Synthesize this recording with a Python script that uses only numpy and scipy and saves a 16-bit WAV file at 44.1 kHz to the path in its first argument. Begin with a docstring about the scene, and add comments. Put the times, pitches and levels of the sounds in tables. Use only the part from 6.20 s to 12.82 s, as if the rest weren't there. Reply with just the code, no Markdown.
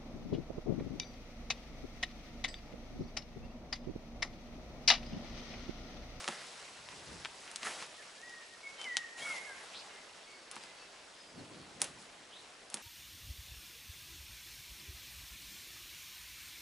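"""Close to the microphone, a bare hand digs through loose potting mix in a plastic wheelbarrow,
outdoors beside a metal fence. Crumbs rustle under each stroke, hard chips click against the tray
and some blows ring its hollow body. Puffs of wind rumble low on the stereo microphone. Behind,
in steady garden air, other birds screech and twitter far off and a songbird warbles."""
import sys
import numpy as np
from scipy import signal
from scipy.io import wavfile

SR = 44100
rng = np.random.default_rng(int(sys.argv[2]) if len(sys.argv) > 2 else 0)


def wav_out(sig):
    """Save sig, one row per channel (or a flat mono array), as 16-bit PCM at SR to the path in sys.argv[1]."""
    wavfile.write(sys.argv[1], SR, np.round(np.clip(np.atleast_2d(sig).T, -1, 1) * 32767).astype(np.int16))


N = 291942


def from_db(db):
    """Decibels to gain."""
    return 10 ** (np.asarray(db) / 20)


def rms_one(x):
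    """Scale to unit rms."""
    return x / np.sqrt(np.mean(x ** 2) + 1e-20)


def at_hz(points, hz):
    """Read a curve on a log-frequency axis."""
    points = np.array(points)
    return np.interp(np.log(hz), np.log(points[:, 0]), points[:, 1])


def drift(rate):
    """Smooth random wander of unit rms that changes about rate times a second."""
    r = np.exp(-16 * np.pi * rate / SR)
    slow = signal.lfilter([1], [1, -2 * r, r * r], rng.standard_normal(N // 8 + 8002))[8000:]
    return np.interp(np.arange(N) / 8, np.arange(len(slow)), rms_one(slow))


def resonate(x, hz, width_hz):
    """A damped resonance with gain 1 at its peak."""
    r = np.exp(-np.pi * width_hz / SR)
    feedback = [1, -2 * r * np.cos(2 * np.pi * hz / SR), r * r]
    return signal.lfilter(np.array([1, 0, -1]) * (1 - r * r) / 2, feedback, x)


def add(out, s, sound):
    """Mix a short sound in at s seconds."""
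    at = int(np.clip(round(s * SR), 0, N - 1))
    out[:, at:at + sound.shape[1]] += sound[:, :N - at]


def white():
    """Two unrelated (mid, side) pairs of noise, for alternate bands."""
    return rng.standard_normal((2, 2, N))


def colour(source, spectrum, flicker_db):
    """Shape (mid, side) pairs in half-octave bands, each flickering on its own; stereo, rms 1."""
    # how alike the microphone's two sides are: (frequency [Hz], correlation [0-1])
    likeness = [(60, 0.94), (250, 0.91), (700, 0.71), (3000, 0.6), (5000, 0.67), (7000, 1), (9000, 1)]
    out, edges = np.zeros((2, N)), 23.4 * 2 ** np.arange(0, 9.1, .5)
    for k, (low, high) in enumerate(zip(edges, edges[1:])):
        if high < spectrum[0][0] or low > spectrum[-1][0]:
            continue
        band = signal.butter(2, [low, high], "band", fs=SR, output="sos")
        mid, side = signal.sosfilt(band, source[k % 2])
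        hz = np.sqrt(low * high)
        alike = np.clip(at_hz(likeness, hz), 0, 1)
        gain = from_db(at_hz(spectrum, hz) + flicker_db * np.tanh(drift(17.0)))
        out += gain * (mid + np.sqrt((1 - alike) / (1 + alike)) * side * [[1], [-1]])
    return rms_one(out)


def digging_db():
    """Levels of rub, grit and hiss: each stroke swells, holds and stops; loosened soil trickles on."""
    # hand strokes: (start [s], length [s], rub [dB], grit [dB], hiss [dB], trickle [dB re the stroke])
    strokes = [(0, 0.01, -45.5, -48, -53.5, -4), (0.076, 0.052, -48, -55, -59, -13),
               (.68, 0.47, -58, -59, -66, 0), (1.185, 0.088, -60.5, -64, -67, 3.5),
               (1.402, 0.23, -48.5, -50.5, -56, -9.5), (1.432, 0.042, -40.5, -53, -46.5, -22),
               (2.054, 0.33, -72, -65, -73, -0.5), (2.46, .38, -59, -61.5, -76, -1),
               (2.573, 0.094, -53.5, -63, -62.5, -8.5), (2.963, 0.21, -49, -51.5, -53.5, -5.5),
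               (3.31, 0.5, -57.5, -65.5, -80, -1), (4.29, 0.17, -55.5, -60.5, -69, -2),
               (5.167, 0.79, -61, -72, -74, -1), (5.593, 0.052, -47, -51.5, -51, -23),
               (5.77, 0.066, -74, -60.5, -65, -12), (6.136, 0.18, -62, -69, -73, -2),
               (6.499, 0.11, -56.5, -64, -60.5, -5)]
    # how fast the trickle settles: (rub [dB/s], grit [dB/s], hiss [dB/s])
    settling = [13, 10.5, 18]
    # the hand only drifting through the mix: (rub [dB], grit [dB], hiss [dB])
    resting_db = [-63.5, -66, -74]
    attack_s, release_db_per_s = 0.028, 220
    t = np.arange(N) / SR
    power = from_db(resting_db)[:, None] ** 2 * np.ones(N)
    for s, length, *levels_db, trickle_db in strokes:
        after = np.maximum(t - s - length, 0)
        swell = np.clip((t - s) / attack_s, 0, 1) if s > .01 else 1   # the first is already under way
        release_db = np.maximum(-release_db_per_s * after, trickle_db - np.outer(settling, after))
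        power += (swell * from_db(np.array(levels_db)[:, None] + release_db)) ** 2
    return 10 * np.log10(power)


def crumbs(per_s, spread_db, blur, width):
    """Countless tiny contacts of uneven size, over the blur of those too small to tell apart."""
    sizes = from_db(spread_db * np.minimum(rng.exponential(1, N), 4))
    contacts = rms_one(sizes * (rng.random(N) < per_s / SR) / np.sqrt(per_s))
    return white() * np.hypot(contacts, blur) * np.array([np.ones(N), width])


def soil():
    """Close up, the hand rubs through the mix; harder strokes drag more grit over the plastic."""
    # dull rubbing of hand on soil: (frequency [Hz], relative density [dB])
    rub_spectrum = [(70, -32), (120, -14), (185, -6.5), (346, -9.5), (500, -1.5), (800, -1), (1300, -2.5),
                    (2000, -3), (3000, -6.5), (5000, -16.5)]
    # sliding grit: (frequency [Hz], relative density [dB])
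    grit_spectrum = [(700, -9), (1300, -9.5), (2200, -1.5), (3200, 2), (5000, 3.5), (6800, 2), (9000, -19),
                     (11500, -35)]
    # hiss of grit on the plastic: (frequency [Hz], relative density [dB])
    hiss_spectrum = [(6000, -11), (7500, 1), (9500, -3.5), (11500, -2.5)]
    rub_db, grit_db, hiss_db = digging_db()
    width = from_db(-.8 * np.clip(hiss_db + 64.5, 0, 10))   # near-wall scrapes arrive straight, narrow
    grit_per_s = 2500 * from_db(.5 * (grit_db + 56.5))
    rub = crumbs(per_s=2500, spread_db=1.5, blur=0.98, width=width)
    rub = from_db(rub_db) * colour(rub, rub_spectrum, flicker_db=3.5)
    grit = crumbs(grit_per_s, spread_db=1.5, blur=1.35, width=np.sqrt(width))
    grit = from_db(grit_db) * colour(grit, grit_spectrum, flicker_db=2.1)
    hiss = crumbs(grit_per_s, spread_db=4.5, blur=1.3, width=width)
    hiss = from_db(hiss_db) * colour(hiss, hiss_spectrum, flicker_db=0)
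    return rub + grit + hiss


def garden_air():
    """The garden's faint background, all round the microphone."""
    # outdoor ambience: (frequency [Hz], relative density [dB])
    air_spectrum = [(15, -45), (25, -7.5), (128, -10.5), (545, 1.5), (1030, -6), (1470, -5), (2050, -6.5),
                    (2850, -7), (4630, -8.5), (5670, -11.5), (8100, -13), (10200, -17), (11000, -19),
                    (14300, -49), (22000, -120)]
    return from_db(-59) * colour(white(), air_spectrum, flicker_db=2.7)


def stray_chips(count):
    """Small chips that tick faintly at random moments, as rows of hits for chips()."""
    brightness_db, soft_hz = 4, 7500
    return [(when * N / SR, -70.5 - 2 * smallness, brightness_db, soft_hz, 0)
            for when, smallness in rng.random((count, 2))]


def tray_response(scatter_db, scatter_t60, tail_db, tail_t60, echo_s, echo_db, width):
    """From chip to microphone: direct path, quick scatter between the walls, one echo, a faint tail."""
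    t = np.arange(SR // 6) / SR
    mid, side = rng.standard_normal((2, len(t)))
    decay = from_db(scatter_db - 60 * t / scatter_t60) + from_db(tail_db - 60 * t / tail_t60)
    response = (mid + width * side * np.array([[1], [-1]])) * decay * (t > .0006)
    response[:, 0] += 1
    response[:, int(echo_s * SR)] += from_db(echo_db)
    return response


def chips():
    """Each chip of bark or stone snaps once: small ones are brighter, soft ones miss the top modes."""
    # chips hitting the tray:
    # (time [s], level [dB], brightness [dB/octave], contact cutoff [Hz], left minus right [dB])
    hits = [(.0432, -52, -1, 7200, 3), (.0785, -42, -1.5, 6700, -1), (.0855, -47.5, 0, 9500, 2),
            (.688, -50, 3, 2880, 3), (1.0489, -43.5, 6, 3300, 5), (1.0564, -43.5, .5, 2900, -0.5),
            (1.278, -55.5, 1, 3700, -3), (1.3147, -60, 2, 15000, .5), (1.3598, -49, 6.5, 6900, 3),
            (1.4312, -48.5, -1.5, 5500, .5), (1.4704, -51, -6.5, 7000, 1), (1.625, -53.5, -2.5, 7000, 1.5),
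            (2.0156, -66, 7.5, 6000, -4), (2.096, -66.5, 8.5, 6000, 0), (2.615, -55, 3, 6500, 5),
            (2.643, -55, 1.5, 6500, 2), (2.769, -33, 9, 4150, 2), (4.3138, -59.5, 5, 12000, 1),
            (4.3573, -66, 7, 8500, -5), (4.3653, -58.5, -4, 11000, .5), (4.437, -60, -1, 11000, 3),
            (5.6175, -40.5, 5.5, 12100, 0.5), (5.643, -56.5, 6, 14000, 1), (6.501, -64.5, 6.5, 9000, 2),
            (6.5424, -47.5, 4.5, 16000, 0), (6.5709, -53, 9, 3400, -1.5)]
    # heavily damped modes of a snap: (frequency [Hz], nominal width [Hz])
    chip_modes = [(1100, 1050), (2900, 1550), (5700, 2840), (9600, 1660)]
    out, blow = np.zeros((2, N)), signal.unit_impulse(SR // 100)
    rings = [resonate(resonate(blow, hz, 1.47 * width), hz, 1.47 * width) for hz, width in chip_modes]
    modes = np.array([(-1) ** k * rms_one(ring) for k, ring in enumerate(rings)])
    mode_hz, pivot_hz = np.array(chip_modes)[:, 0], 3000
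    for s, level_db, brightness_db, soft_hz, pan_db in hits + stray_chips(count=11):
        contact = 1 / np.hypot(1, (mode_hz / soft_hz) ** 4)
        snap = (contact * from_db(level_db + brightness_db * np.log2(mode_hz / pivot_hz))) @ modes
        tray = tray_response(scatter_db=-25.5, scatter_t60=0.021, tail_db=-35.5, tail_t60=0.11,
                             echo_s=0.0089, echo_db=-16, width=0.22)
        pan = from_db([[pan_db / 2], [-pan_db / 2]])
        add(out, s, signal.fftconvolve(snap[None], tray, axes=1) * pan)
    return out


def knocks():
    """The soil-laden tray answers a blow with a short hollow ring; soft blows stir mainly low modes."""
    # blows that reach the tray's body: (time [s], level [dB], contact cutoff [Hz])
    blows = [(0.079, -48.5, 1500), (0.087, -39, 400), (1.05, -57, 1500), (1.433, -61.5, 700),
             (1.622, -55, 500), (2.771, -57.5, 900), (4.365, -54, 1200), (4.438, -60, 500),
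             (5.619, -52, 1500), (6.543, -43.5, 170), (6.57, -49, 170)]
    # modes of the plastic shell: (frequency [Hz], relative level [dB], time to fall 60 dB [s])
    tray_modes = [(164.5, -10.5, 0.2), (213, -5, 0.13), (289, -7.5, 0.063), (352, -1.5, 0.11),
                  (514, -8, 0.063), (572, 3, 0.054), (809, 11, 0.047), (950, 9, .05), (1120, 3, 0.056),
                  (1307, 11.5, 0.04)]
    out, t = np.zeros((2, N)), np.arange(SR // 4) / SR
    hz, level_db, t60 = np.transpose(tray_modes)[:, :, None]
    rings = np.sin(2 * np.pi * hz * t) * from_db(level_db - 60 * t / t60)
    for s, blow_db, soft_hz in blows:
        strength = from_db(blow_db + 0.81 * rng.standard_normal(hz.shape)) / np.hypot(1, hz / soft_hz)
        pickup = rng.choice([-1, 1], len(hz)) * (1 + 0.18 * rng.standard_normal((2, len(hz))))
        add(out, s, pickup @ (strength * rings))
    low_cut = signal.butter(2, 120, "high", fs=SR, output="sos")   # the knocks carry no deep bass
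    return signal.sosfilt(low_cut, out + 1e-18)


def wind():
    """Low rumble that swells and dies as each puff passes the microphone, partly its own at each port."""
    # puffs of wind: (peak time [s], half length [s], level [dB], deep share of the power [0-1])
    puffs = [(.82, .19, -62, 0.94), (.935, .055, -52.5, 1), (5.2, 0.034, -49.5, 0),
             (5.356, 0.056, -54.5, 0.02), (5.616, 0.18, -58, 0.14)]
    # spectra of a deep puff and a light one, each: (frequency [Hz], relative density [dB])
    puff_spectra = [
        [(21, -48), (35, -23), (60, -4.5), (107, -1.5), (216, -9), (386, -7), (600, -24), (780, -45),
         (1320, -120)],
        [(21, -44), (35, -22.5), (195, 2.5), (298, -9), (347, 8), (435, -8.5), (700, -14.5), (910, -44),
         (1540, -120)],
    ]
    t, ports = np.arange(N) / SR, np.array([[1], [1.3]])   # (mid, side)
    power = np.zeros((2, N))   # (deep, light)
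    for s, half_s, level_db, depth in puffs:
        swell = from_db(level_db) / (1 + ((t - s) / half_s) ** 2 / 2) ** 1.38   # power-law skirts
        power += np.outer([depth, 1 - depth], swell ** 2)
    return sum(gain * colour(white() * ports, spectrum, flicker_db=-1.0)
               for gain, spectrum in zip(np.sqrt(power), puff_spectra))


def outdoors(x, wet_db, t60, delay_s):
    """Add scattered returns from fence, trees and walls, different left and right."""
    t = np.arange(SR // 2) / SR
    tail = rng.standard_normal((2, len(t))) * from_db(-60 * t / t60) * (t > delay_s)
    tail /= np.sqrt(np.sum(tail ** 2, axis=1, keepdims=True))
    return x + from_db(wet_db) * signal.fftconvolve(x[None], tail, axes=1)[:, :N]


def screeches():
    """Far-off birds: each call is a gliding tone, torn into a band of noise by a rough throat."""
    # hoarse calls and twitters: (start [s], length [s], from [Hz], to [Hz], width [Hz], level [dB])
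    calls = [(1.773, 0.059, 1980, 1727, 160, -55), (1.819, 0.016, 2380, 2190, 250, -48.5),
             (3.038, 0.12, 1400, 1318, 259, -49), (3.52, 0.1, 2690, 4580, 1380, -48.5),
             (4.02, 0.34, 4780, 4480, 300, -67), (4.541, 0.123, 4640, 4460, 141, -63),
             (5.298, 0.21, 4450, 4370, 350, -67.5), (6.098, 0.12, 2596, 4040, 560, -56)]
    out, t = np.zeros(N), np.arange(N) / SR
    for s, length, from_hz, to_hz, width_hz, level_db in calls:
        progress = np.clip((t - s) / length, 0, 1)
        hz = from_hz + (to_hz - from_hz) * np.sin(np.pi / 2 * progress)
        phase = 2 * np.pi * np.cumsum(hz) / SR
        rough = drift(width_hz / 2) * np.cos(phase) + drift(width_hz / 2) * np.sin(phase)
        out += from_db(level_db) * np.sin(np.pi * progress) * rough
    return outdoors(out, wet_db=-4.5, t60=0.32, delay_s=0.008)


def songbird():
    """Across the garden, trembling whistles scoop, glide and sag; distance dulls the highest ones."""
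    # whistled notes: (start [s], length [s], from [Hz], to [Hz], opening scoop [Hz],
    # closing fall [Hz], level [dB], fade over the note [dB])
    notes = [(1.965, 0.078, 1640, 1890, 3, -2, -61.5, -3), (2.02, 0.24, 1962, 1840, -130, 140, -52, 6),
             (2.303, 0.06, 1905, 1860, 0, 53, -56.5, 2), (2.43, .08, 2190, 2205, 54, 37, -45.5, -3),
             (2.578, 0.095, 3100, 3100, 7, 240, -49, 1), (2.64, 0.28, 1980, 1814, 431, 50, -46, 10.5),
             (2.92, 0.12, 1900, 1865, -28, 34, -55.5, -9), (3.007, .055, 3340, 3430, -230, 60, -50, 3),
             (3.014, 0.19, 2360, 1970, -200, 18, -43, 1), (3.23, 0.079, 2165, 2143, 4, 40, -54, -5),
             (3.265, 0.1, 1650, 1550, 80, 20, -53, 5), (3.296, 0.058, 2066, 2040, 0, 20, -55, 0),
             (3.682, 0.154, 2190, 2030, 2, 40, -61, 0), (4.055, 0.13, 2240, 2213, -81, 51, -60.5, 0),
             (4.402, .07, 4900, 4950, -120, 0, -58, 0), (4.444, 0.1, 2030, 2065, 0, 4, -61, 2),
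             (4.586, .1, 2630, 2660, 11, 44, -63, 0), (4.935, .225, 5260, 4660, -560, 0, -63, 0),
             (5.143, .07, 4650, 4200, 0, 0, -61, 0)]
    scoop_s, sag_s, dull_hz = .023, 0.0173, 4200
    out, flutter = np.zeros((1, N)), from_db(3.1 * drift(47))
    tremble = 1 + .0025 * drift(50)
    for s, length, from_hz, to_hz, scoop_hz, fall_hz, level_db, fade_db in notes:
        t = np.arange(int(length * SR)) / SR
        progress = t / length
        hz = from_hz + (to_hz - from_hz) * progress + scoop_hz * np.exp(-t / scoop_s)
        hz = (hz - fall_hz * np.exp((t - length) / sag_s)) * tremble[int(s * SR):][:len(t)]
        whistle = np.sqrt(2) * np.sin(2 * np.pi * np.cumsum(hz) / SR)
        arch = np.sin(np.pi * progress) ** 0.48 * from_db(level_db - fade_db * (progress - .5))
        strength = arch / np.hypot(1, (hz / dull_hz) ** 2)
        add(out, s, (strength * whistle)[None])
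    return outdoors(out[0] * flutter, wet_db=-8, t60=0.64, delay_s=0.053)


def scene():
    """The digging close by, wind on the microphone, birds and garden air behind."""
    return garden_air() + soil() + chips() + knocks() + wind() + songbird() + screeches()


def record(dry):
    """The recorder cuts the top off steeply."""
    cutoff_hz = 11150
    return signal.sosfilt(signal.ellip(10, .2, 60, cutoff_hz, fs=SR, output="sos"), dry)


dry = scene()
out = record(dry)
wav_out(out)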